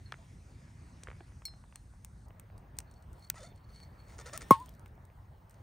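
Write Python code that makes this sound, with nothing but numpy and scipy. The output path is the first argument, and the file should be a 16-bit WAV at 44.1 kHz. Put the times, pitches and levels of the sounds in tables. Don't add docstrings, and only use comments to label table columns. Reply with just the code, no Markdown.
import sys
import numpy as np
from scipy import signal
from scipy.fft import irfft
from scipy.io import wavfile
from scipy.ndimage import uniform_filter1d

SR = 44100
rng = np.random.default_rng(int(sys.argv[2]) if len(sys.argv) > 2 else 0)


def gain_from_decibels(decibels):
    exponent = np.asarray(decibels, float) / 20
    return 10 ** exponent


def to_wav(s):
    ch = np.atleast_2d(s).T
    pcm = np.round(np.clip(ch, -1, 1) * 32767)
    wavfile.write(sys.argv[1], SR, pcm.astype(np.int16))


N = 248106
CHANGE_S = 2.26


def evened(x):
    return x / np.sqrt(np.mean(x ** 2) + 1e-20)


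def read(points, hz, column=1):
    table = np.transpose(points)
    return np.interp(np.log(hz + 1), np.log(table[0] + 1), table[column])


def add(mix, s, sound, pan_db=0.):
    part = mix[:, round(s * SR):][:, :len(sound)]
    part += gain_from_decibels(np.array([[pan_db / 2], [-pan_db / 2]])) * sound[:part.shape[1]]


def resonate(x, hz, width):
    turn = np.exp(2j * np.pi * np.cumsum(hz * np.ones(len(x))) / SR)
    r = np.exp(-np.pi * width / SR)
    return 2 * (turn * signal.lfilter([1 - r], [1, -r], x / turn + 1e-18)).real


def band(x, lo_hz, hi_hz):
    return signal.sosfilt(signal.butter(2, [lo_hz, hi_hz], "bandpass", fs=SR, output="sos"), x)


def band_twice(x, outer, inner):
    return band(band(x, *outer), *inner)


def ring(modes, t):
    return sum(gain_from_decibels(db - 60 * t / t60) * np.sin(2 * np.pi * hz * t) for hz, db, t60 in modes)


def burst(t60, rise_s, tail_db, tail_t60=0.091):
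    t = np.arange(8000) / SR
    fall = gain_from_decibels(-60 * t / t60) + gain_from_decibels(tail_db - 60 * t / tail_t60)
    return rng.standard_normal(len(t)) * (1 - np.exp(-t / rise_s)) * fall


def unroll(rows):
    s, *columns = np.transpose(rows)
    t = np.arange(s[0], s[-1], 1 / SR)
    return s[0], [np.interp(t, s, c) for c in columns]


def swells(rows, t, depth_db):
    s, db, rise_s, fall_s = np.transpose(rows)[:, :, None]
    return (db - depth_db * np.maximum((s - t) / rise_s, (t - s) / fall_s)).max(axis=0)


# frequency in Hz, level in dB per Hz before the background changes, the same
AIR_TONE = [(15, -70, -45), (26.6, -18.5, -13), (51, 7, 6.5), (111, -3, -4), (251, -17, -19),
            (446, -28, -23), (900, -28, -21.5), (2056, -33.5, -32), (3160, -42.5, -45.5), (6000, -39, -56),
            (9000, -40, -60), (15560, -52, -42.5), (16100, -76.5, -69.5)]
# frequency in Hz, left-right likeness 0-1.
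AIR_LIKENESS = [(60, 0.99), (130, 1), (290, 0.884), (640, 0.54), (1410, 0.056), (2500, 0.68), (4000, 0.89),
                (7000, 1), (15000, 0.57)]
# frequency in Hz, level in dB.
HISS_TONE = [(1500, -11.5), (3000, 4), (6000, -2), (9000, -0.5), (15700, -3), (16100, -26)]
# time in seconds, low roar in dB.
FLARES = [(0.0, -62.5), (0.17, -58), (0.45, -61), (1.24, -59.5), (1.41, -65), (2.1, -67), (2.8, -62.5),
          (3.2, -65), (3.9, -62.5), (4.14, -58.5), (4.48, -57.5), (5.11, -67), (5.63, -64)]
# frequency in Hz, share of the flare felt 0-1.
FLARE_SHARE = [(60, 0.095), (130, 0.51), (400, 0.886), (900, 0.44), (2500, 1), (5000, 0.62), (9000, 0.12)]
# peak in seconds, peak in dB, rise in seconds, fall in seconds.
GUSTS = [
    (3.19, -75.5, 0.32, 0.216),
    (3.39, -74, .07, 0.12),
    (3.73, -76, 0.17, 0.82),
    (4.37, -67, 0.51, 0.55),
    (4.56, -66.5, 0.5, 0.28),
    (5.63, -79.5, 0.61, .1),
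]
AIR_DB, HISS_DB, GUST_DEPTH_DB, PATCHY_DB = -52.5, -84.5, 19, 2.1


def air():
    frames, hz = N // 256 + 5, np.fft.rfftfreq(1024, 1 / SR)
    a, b, c, d, patches = rng.standard_normal((frames, 513, 5)).T
    patches = evened(uniform_filter1d(uniform_filter1d(patches, size=14, axis=0), size=10, axis=1))
    t = np.arange(frames) * 256 / SR
    before, after = (gain_from_decibels(read(AIR_TONE, hz, column=k)) for k in (1, 2))
    level = np.where(t < CHANGE_S, before[:, None], after[:, None])
    level *= gain_from_decibels(AIR_DB) / np.sqrt(np.mean(before ** 2))
    flare_db = np.interp(t, *np.transpose(FLARES))
    level *= gain_from_decibels(np.outer(read(FLARE_SHARE, hz), flare_db - np.median(flare_db)))
    gust = gain_from_decibels(np.maximum(swells(GUSTS, t, GUST_DEPTH_DB), HISS_DB) + 5.5) * (t >= CHANGE_S)
    gust = gain_from_decibels(read(HISS_TONE, hz))[:, None] * gust
    flutter = gain_from_decibels(PATCHY_DB * patches * np.clip(hz / 400, .6, 1)[:, None])
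    same = read(AIR_LIKENESS, hz)[:, None]
    left = a + 1j * b
    right = same * left + np.sqrt(1 - same ** 2) * (c + 1j * d)
    z = np.array([left, right]) * np.hypot(level, gust) * flutter
    unit = np.std(signal.istft(left, nperseg=1024, noverlap=768)[1])
    return signal.istft(z, nperseg=1024, noverlap=768)[1][:, :N] / unit


# start in seconds, peak in dB, low part in dB, top part in dB,
# left-right in dB.
SNAPS = [(0.1218, -29.5, 0.5, -31, 4.5), (1.035, -33.5, -26, -33, 0.0), (1.4531, -26, -24, -13, 4.5),
         (1.7577, -32.5, -16.5, -27, 3.5), (2.0472, -32, -20, -16, 4), (2.397, -34.5, -15, -14, 2),
         (2.787, -19.5, -24.5, -17.5, 3.5), (2.8028, -39, -15, -24, -6), (2.768, -53, -18, -19, 0),
         (3.2858, -61, -30, -4, 0), (4.4855, -49, -22, -11.5, 1), (3.3, -11, -25.5, -9.5, 2),
         (3.8015, -44, -5, -24, 8), (4.376, -21, -17, -15, 5), (5.6234, -31.5, -25.5, -22.5, -5)]
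# start in
# seconds, peak in dB, top part in dB, centre in Hz.
TICKS = [(2.2837, -56, -16, 9400), (2.579, -51, -19, 8930), (2.9121, -53.5, -24, 8600),
         (2.939, -57, -23, 5870), (3.0237, -57.5, -21, 8900), (3.1307, -54, -16, 8000),
         (3.1946, -57, -16, 8930), (3.5597, -58.5, -23, 8750), (4.1826, -43, -33, 6770),
         (4.1869, -46, -34, 5400), (4.601, -44, -18, 9000), (4.6249, -55, -11.5, 9440),
         (4.6593, -40.5, -15, 8570), (4.6917, -40, -7, 5800), (4.7386, -57, -11, 5480),
         (4.75, -54, -10, 8270), (4.795, -46, -17, 9370), (4.8592, -52, -12, 6780), (4.879, -58, -15, 9400),
         (4.9528, -63, -10, 6080), (5.052, -47, -12, 8240), (5.4958, -51, -10, 8900),
         (5.5082, -53.5, -14.5, 8600), (5.542, -59, -24, 5910)]
SNAP_HZ, TICK_LOW_DB, TICK_GAIN_DB = 8133, -21, 0.1
LOUD_DB = -40
SPITS_PER_S, SPITS_DB = 25, -71


def crackle(db, low_db, top_db, centre_hz):
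    loud = db > LOUD_DB
    crack = burst(.0085, rise_s=.0005, tail_db=-21 - .45 * max(db - LOUD_DB, 0), tail_t60=.1)
    crack[25] += np.clip((db + 52.5) / 1.1, 0, 6.5)
    crack = band(crack, 300, 17000 if loud else 15000)
    ranges = [(700, 6070), (3000, 10800), (11500, 17200 if loud else 15700)]
    low, middle, top = (evened(band_twice(crack, hz, hz)) for hz in ranges)
    pitch_db = -8.8 if db >= LOUD_DB else 0.5
    middle = evened(middle + gain_from_decibels(pitch_db) * evened(resonate(middle, centre_hz, 1900)))
    top_fall = gain_from_decibels(-np.arange(len(top)) / SR * 760.0)
    crack = gain_from_decibels(low_db + 10.5) * low + middle + gain_from_decibels(top_db + 12.5) * top * top_fall
    return crack / abs(crack).max()


def fire():
    out = np.zeros((2, N))
    snaps = [(*row, SNAP_HZ) for row in SNAPS]
    ticks = [(s, db + TICK_GAIN_DB, TICK_LOW_DB, top_db, 0, hz) for s, db, top_db, hz in TICKS]
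    for s, db, low_db, top_db, pan_db, centre_hz in snaps + ticks:
        add(out, s, gain_from_decibels(db + 1.0) * crackle(db, low_db, top_db, centre_hz), 0.83 * pan_db)
    sizes = gain_from_decibels(2.1 * np.minimum(rng.exponential(1, N), 3))
    sizes *= (rng.random(N) < SPITS_PER_S / SR) * (np.arange(N) > CHANGE_S * SR)
    spit = band(burst(0.0059, rise_s=.0003, tail_db=-35.5), 3500, 16000)
    return out + gain_from_decibels(SPITS_DB) * signal.oaconvolve(sizes, spit)[:N]


# start in seconds,
# peak in dB, centre in Hz, broad click in dB.
TAPS = [(0.122, -28.5, 1300, -9), (0.14, -36, 1430, -2), (1.032, -45.5, 824, 13), (1.071, -33.5, 1330, -5),
        (1.084, -35, 477, -2), (1.101, -39, 2130, 10), (1.113, -38, 1300, -1), (1.205, -43.5, 687, -10),
        (1.319, -54.5, 802, 14), (1.419, -46.5, 1330, 4), (1.482, -47, 700, 16), (1.537, -50.5, 616, 9),
        (1.638, -50, 980, -8), (1.724, -47.5, 830, 8), (1.755, -48.5, 1510, -0.5), (1.764, -57, 826, 3),
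        (1.936, -53.5, 711, -19), (2.046, -56, 1550, -4), (2.305, -48.5, 619, 7), (2.5, -50.5, 714, -11),
        (2.646, -63, 526, 7), (3.342, -45.5, 795, -5), (4.295, -39.5, 1410, 7), (4.684, -51.5, 805, -1),
        (4.859, -46, 2100, 5.5), (4.977, -51, 617, -26), (5.1, -52, 422, -23), (5.511, -61, 1900, -15),
        (5.6235, -35.5, 830, -9.5)]
# start
# in seconds, peak in dB, centre in Hz, broad click in dB, t60 in seconds.
THUDS = [(.185, -55, 660, -9, 0.26), (1.079, -48, 900, 2.5, 0.026), (1.092, -53, 1210, -7, .02),
         (1.129, -48.5, 1300, 5, .02), (1.165, -53, 1300, -5.5, .02), (1.207, -46.5, 340, -11, 0.049),
         (3.3007, -36.5, 2520, -24, 0.012), (3.301, -35.5, 1430, -20, 0.017),
         (0.1226, -42, 2400, -3, 0.028), (3.517, -54, 400, -19, 0.039), (3.525, -56.5, 2300, -8, 0.013),
         (4.105, -56, 2150, -8, .03), (4.684, -52.5, 3200, -16, .02)]
# start in seconds, peak in dB, level of the upper modes in dB.
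CLINKS = [
    (0.059, -54.5, -17),
    (1.4540, -31, 3),
    (1.755, -59, -12),
]
# frequency in Hz, level in dB, t60 in seconds.
LEVER = [(2207, -10, .025), (4167, -11, .21), (4313, 0, .062), (5276, -21, .18), (5405, -18, .11),
         (5750, -7, .016), (7160, -24, .06), (7887, -27, .1), (8877, -28, .15), (9022, -14, .04),
         (9938, -24, .07), (12650, -22, .018), (14410, -17, .06), (14790, -20, .06)]
TAP_T60_S, HANDS_PAN_DB = .018, -1.5


def hands():
    out, t = np.zeros((2, N)), np.arange(SR // 4) / SR
    for s, db, hz, bright_db, t60 in [(*row, TAP_T60_S) for row in TAPS] + [tuple(row) for row in THUDS]:
        blow = burst(.008, rise_s=.0008, tail_db=-19, tail_t60=.06)
        blow[40] += 5.0
        width = 5.0 / t60
        knock = evened(resonate(blow, hz, width) - gain_from_decibels(-16.5) * resonate(blow, 1.73 * hz, width + 300))
        knock += gain_from_decibels(bright_db) * evened(band_twice(blow, (260, 3500), (300, 3200)))
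        knock = band(knock, 98, 2900)
        add(out, s + 0.00049, gain_from_decibels(db) * knock / abs(knock).max(), HANDS_PAN_DB)
    for s, db, upper_db in CLINKS:
        clink = ring(LEVER[:3:2], t) - ring(LEVER[1:2], t) * (1 - np.exp(-t / .009))
        clink += gain_from_decibels(upper_db) * (ring(LEVER[4:], t) - ring(LEVER[3:4], t))
        clink *= 1 - np.exp(-t / 0.0018)
        add(out, s - .001, gain_from_decibels(db) * clink / abs(clink).max())
    return out


# peak in seconds, peak in dB, rise in seconds, fall in seconds.
CHAFE = [(2.92, -76.5, 0.12, .1), (2.97, -75, .05, 0.088), (3.04, -77, 0.043, .02),
         (3.25, -56, 0.072, 0.0357), (3.42, -71, 0.07, 0.16), (3.46, -64, .1, 0.098),
         (3.576, -71, 0.077, 0.025), (3.70, -73, 0.026, 0.09), (3.745, -59.5, 0.02, 0.16),
         (3.83, -61.5, 0.2, 0.068), (4.004, -68, 0.054, 0.094), (4.09, -71, 0.11, 0.074)]
CHAFE_DEPTH_DB, SCREW_HZ, SCREW_WANDER_HZ = 23, 4387, 20


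def chafe():
    db = swells(CHAFE, np.arange(N) / SR, CHAFE_DEPTH_DB)
    noise = rng.standard_normal((3, N))
    wander = evened(uniform_filter1d(uniform_filter1d(noise[0], size=900), size=900))
    hz = SCREW_HZ + SCREW_WANDER_HZ * wander
    throb = gain_from_decibels(4.5 * evened(uniform_filter1d(noise[1], size=300)))
    rasp = throb * noise[2]
    squeal = evened(resonate(resonate(rasp, hz, 140), hz, 300))
    squeal += gain_from_decibels(-12) * evened(resonate(rasp, hz / 2, 150))
    return gain_from_decibels(db - 0.5) * (squeal + gain_from_decibels(-7.0) * evened(band(rasp, 3500, 10200)))


# frequency in Hz, width in Hz, level in dB.
NECK = [(550, 240, -5.5), (1330, 110, -1), (2030, 660, -7.5)]
# frequency in Hz, level in dB.
GLASS = [(3573, -3), (5405, -6), (5800, -10), (1814, 3)]
# frequency in Hz, width in Hz, level in dB.
WALL = [(4410, 170, -5), (5360, 380, -7), (6850, 400, 5), (8200, 330, -4), (9340, 350, 6)]
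RISEN_S, GLASS_LAG_S = 4, .016


def slip(s, db, hz, rough, hiss_db, glass_db, lowest_db):
    rough, noise = np.clip(rough, 0, 1), rng.standard_normal((2, len(db)))
    turns = np.cumsum(hz * (1 + 1.2 * rough * uniform_filter1d(noise[0], size=60))) / SR

    def harmonic(k):
        return np.cos(2 * np.pi * k * turns)

    pulses = gain_from_decibels(lowest_db) * harmonic(1) + sum(harmonic(k) * gain_from_decibels(-4.0 * max(k - 3, 0)) for k in range(2, 6))
    rub = (0.27 + np.exp(-(turns % 1) / 0.44)) * noise[1]
    bite = gain_from_decibels(4.5 * noise[1][(np.floor(turns) % len(db)).astype(int)])
    drive = (1 - rough) * evened(pulses) + rough * evened(bite * rub)
    neck = sum((-1) ** k * gain_from_decibels(g) * resonate(drive, f, w) for k, (f, w, g) in enumerate(NECK))

    ring_on = SR // 4
    waver = gain_from_decibels(4.5 * evened(uniform_filter1d(rng.standard_normal(len(db) + ring_on), size=600)))
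    keep = np.exp(-1 / (GLASS_LAG_S * SR))
    pull = np.pad(gain_from_decibels(db + glass_db), (0, ring_on))
    built = signal.lfilter([(1 - keep) ** 2], [1, -2 * keep, keep ** 2], pull)
    t = s + np.arange(len(built)) / SR
    modes = GLASS[:4 if s > RISEN_S else 1]
    glass = built * waver * sum(gain_from_decibels(g) * np.sin(2 * np.pi * f * t) for f, g in modes)

    clicks = sum(harmonic(k) for k in range(4, 19))
    grit = bite * ((1 - rough) * evened(clicks) + rough * evened(rub))
    grit = band_twice(grit, (1900, 11000), (1500, 9600))
    wall = sum(gain_from_decibels(g) * resonate(grit, f, w) for f, w, g in WALL)
    fizz = band_twice(rub, (12500, 16000), (12500, 16000))
    hiss = evened(grit) + gain_from_decibels(-4.0) * evened(wall) + gain_from_decibels(-21.0) * evened(fizz)
    sound = evened(neck) + gain_from_decibels(hiss_db) * evened(hiss)
    return s, glass + np.pad(gain_from_decibels(db) * sound * signal.windows.tukey(len(db), .05), (0, ring_on))


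def tug(s, length, peak_db, hz, rough):
    u = np.arange(0, length, 1 / SR) / length
    db = peak_db + np.interp(u, [0, 0.0815, 0.495, 1], [-10.5, 0, -1, -25])
    return s, db, hz * (1 - .1 * (1 - np.sin(np.pi * u ** .7))), rough + 0.32 * u


# time in seconds, level in dB, slip rate in Hz.
SQUEAK = [
    (3.34, -62, 767),
    (3.365, -59.5, 1008),
    (3.383, -54.5, 860),
    (3.4, -59, 636),
    (3.425, -57, 491.5),
    (3.45, -56, 702),
    (3.475, -64, 725),
    (3.51, -75, 695),
]
# start and length in seconds, peak in dB, slip rate in Hz, roughness 0-1.
CHIRPS = [
    (3.355, .055, -57, 660, 0.33),
]
# start and length in seconds, peak in dB, slip rate in Hz, roughness 0-1.
TUGS = [
    (4.073, 0.15, -64.5, 595, 0.9),
    (4.183, 0.065, -53.5, 473, 0.69),
    (4.256, 0.059, -50, 489.4, 0.64),
    (4.327, 0.072, -47.5, 620.5, 0.5),
    (4.406, 0.049, -50.5, 478.8, 0.82),
]


def cork():
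    out = np.zeros((2, N))
    s, (db, hz) = unroll(SQUEAK)
    add(out, *slip(s, db, hz, rough=0.49, hiss_db=-4, glass_db=-10, lowest_db=7.5))
    for row in CHIRPS:
        add(out, *slip(*tug(*row), hiss_db=-10, glass_db=-35, lowest_db=-11))
    for row in TUGS:
        add(out, *slip(*tug(*row), hiss_db=-4, glass_db=-12, lowest_db=0))
    return out


# frequency in Hz, level in dB, t60 in seconds.
POP_MODES = [(1085, -2.5, 0.086), (2150, -25, 0.05), (3360, -41, 0.08), (1813, -48.5, 0.19),
             (3590, -54.5, 0.31), (5570, -28, 0.02), (7700, -31, .015)]
# frequency in Hz, level in dB, t60 in seconds.
CORK_MODES = [(860, -8.5, 0.025), (530, -4, 0.02)]
# time in seconds, frequency in Hz, level in dB.
WHISTLE = [
    (4.518, 910, -38),
    (4.54, 945, -37),
    (4.575, 872, -48),
    (4.597, 940, -49),
    (4.618, 1020, -44),
    (4.645, 1005, -58),
    (4.665, 1000, -72),
]
POP_S, POP_DB = 4.5075, -1


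def pop():
    out, t = np.zeros((2, N)), np.arange(SR // 3) / SR
    onset = 1 - np.exp(-(t / .0012) ** 3)
    add(out, POP_S, gain_from_decibels(POP_DB) * onset * (ring(POP_MODES, t) - ring(CORK_MODES, t)), pan_db=1.3)
    thump_hz = 90 + 435 * np.exp(-t / .0055)
    swell = (1 - np.exp(-(t / .0027) ** 2)) * gain_from_decibels(-60 * t / .04)
    add(out, POP_S - .0002, gain_from_decibels(-4) * swell * np.sin(2 * np.pi * np.cumsum(thump_hz) / SR))
    out[0] += .65 * band(np.roll(out[0], 2) - out[0], 40, 3000)

    crack = burst(.009, rise_s=0.00021, tail_db=-16.5, tail_t60=0.11)
    add(out, POP_S + 0.00034, gain_from_decibels(-14.0) * band_twice(crack, (7000, 10800), (7000, 10800)))
    top = burst(.006, rise_s=0.0004, tail_db=-27, tail_t60=.07)
    add(out, POP_S + 0.0004, gain_from_decibels(-2.5) * band_twice(top, (12300, 16000), (12300, 16000)))
    middle = burst(.011, rise_s=.0005, tail_db=-23.5, tail_t60=.05)
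    add(out, POP_S + .0006, gain_from_decibels(-21) * band(middle, 3300, 6500))

    puff = gain_from_decibels(-35.5 - 60 * t / 0.19) * np.clip((.062 - t) / 0.017, 0, 1)
    for pan_db in (-8, 8):
        add(out, POP_S + 0.0032, puff * band(rng.standard_normal(len(t)), 180, 3500), pan_db)
    s, (hz, db) = unroll(WHISTLE)
    whistle = np.sqrt(2) * gain_from_decibels(db) * np.sin(2 * np.pi * np.cumsum(hz) / SR)
    add(out, s, whistle * signal.windows.tukey(len(hz), .1), pan_db=1.5)
    return out


def scene():
    return air() + fire() + hands() + chafe() + cork() + pop()


def band_limit(x):
    return signal.sosfilt(signal.butter(12, 17140, fs=SR, output="sos"), x)


# frequency in Hz, level in dB.
MIC = [(6900, 0), (7450, 2), (8200, 0), (9900, 1), (11300, -7), (13500, -4.5), (15700, -0.5), (16700, -8),
       (16950, -18.5), (17120, -85.5)]
# frequency in Hz, lead of the left port in radians.
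PORTS = [(1500, 0), (2100, .2), (6500, .35), (7100, 1.5), (7450, 3.14), (8000, 5.5), (8350, 6.1),
         (9150, 5.5), (10000, 4.2), (10500, 3.35), (11600, 2.95), (12400, 2.2), (13300, .6), (15400, -.6)]


def record(dry):
    hz = np.fft.rfftfreq(512, 1 / SR)
    ports = gain_from_decibels(read(MIC, hz)) * np.exp(.5j * np.outer([1, -1], read(PORTS, hz)))
    colour = np.fft.fftshift(irfft(ports), axes=1) * signal.windows.hann(512, sym=False)
    cut = signal.sosfilt(signal.butter(4, 44, "highpass", fs=SR, output="sos"), dry)
    mix = signal.oaconvolve(cut, colour, axes=1)[:, 256:N + 256]
    return band_limit(mix)


dry = scene()
out = record(dry)
to_wav(out)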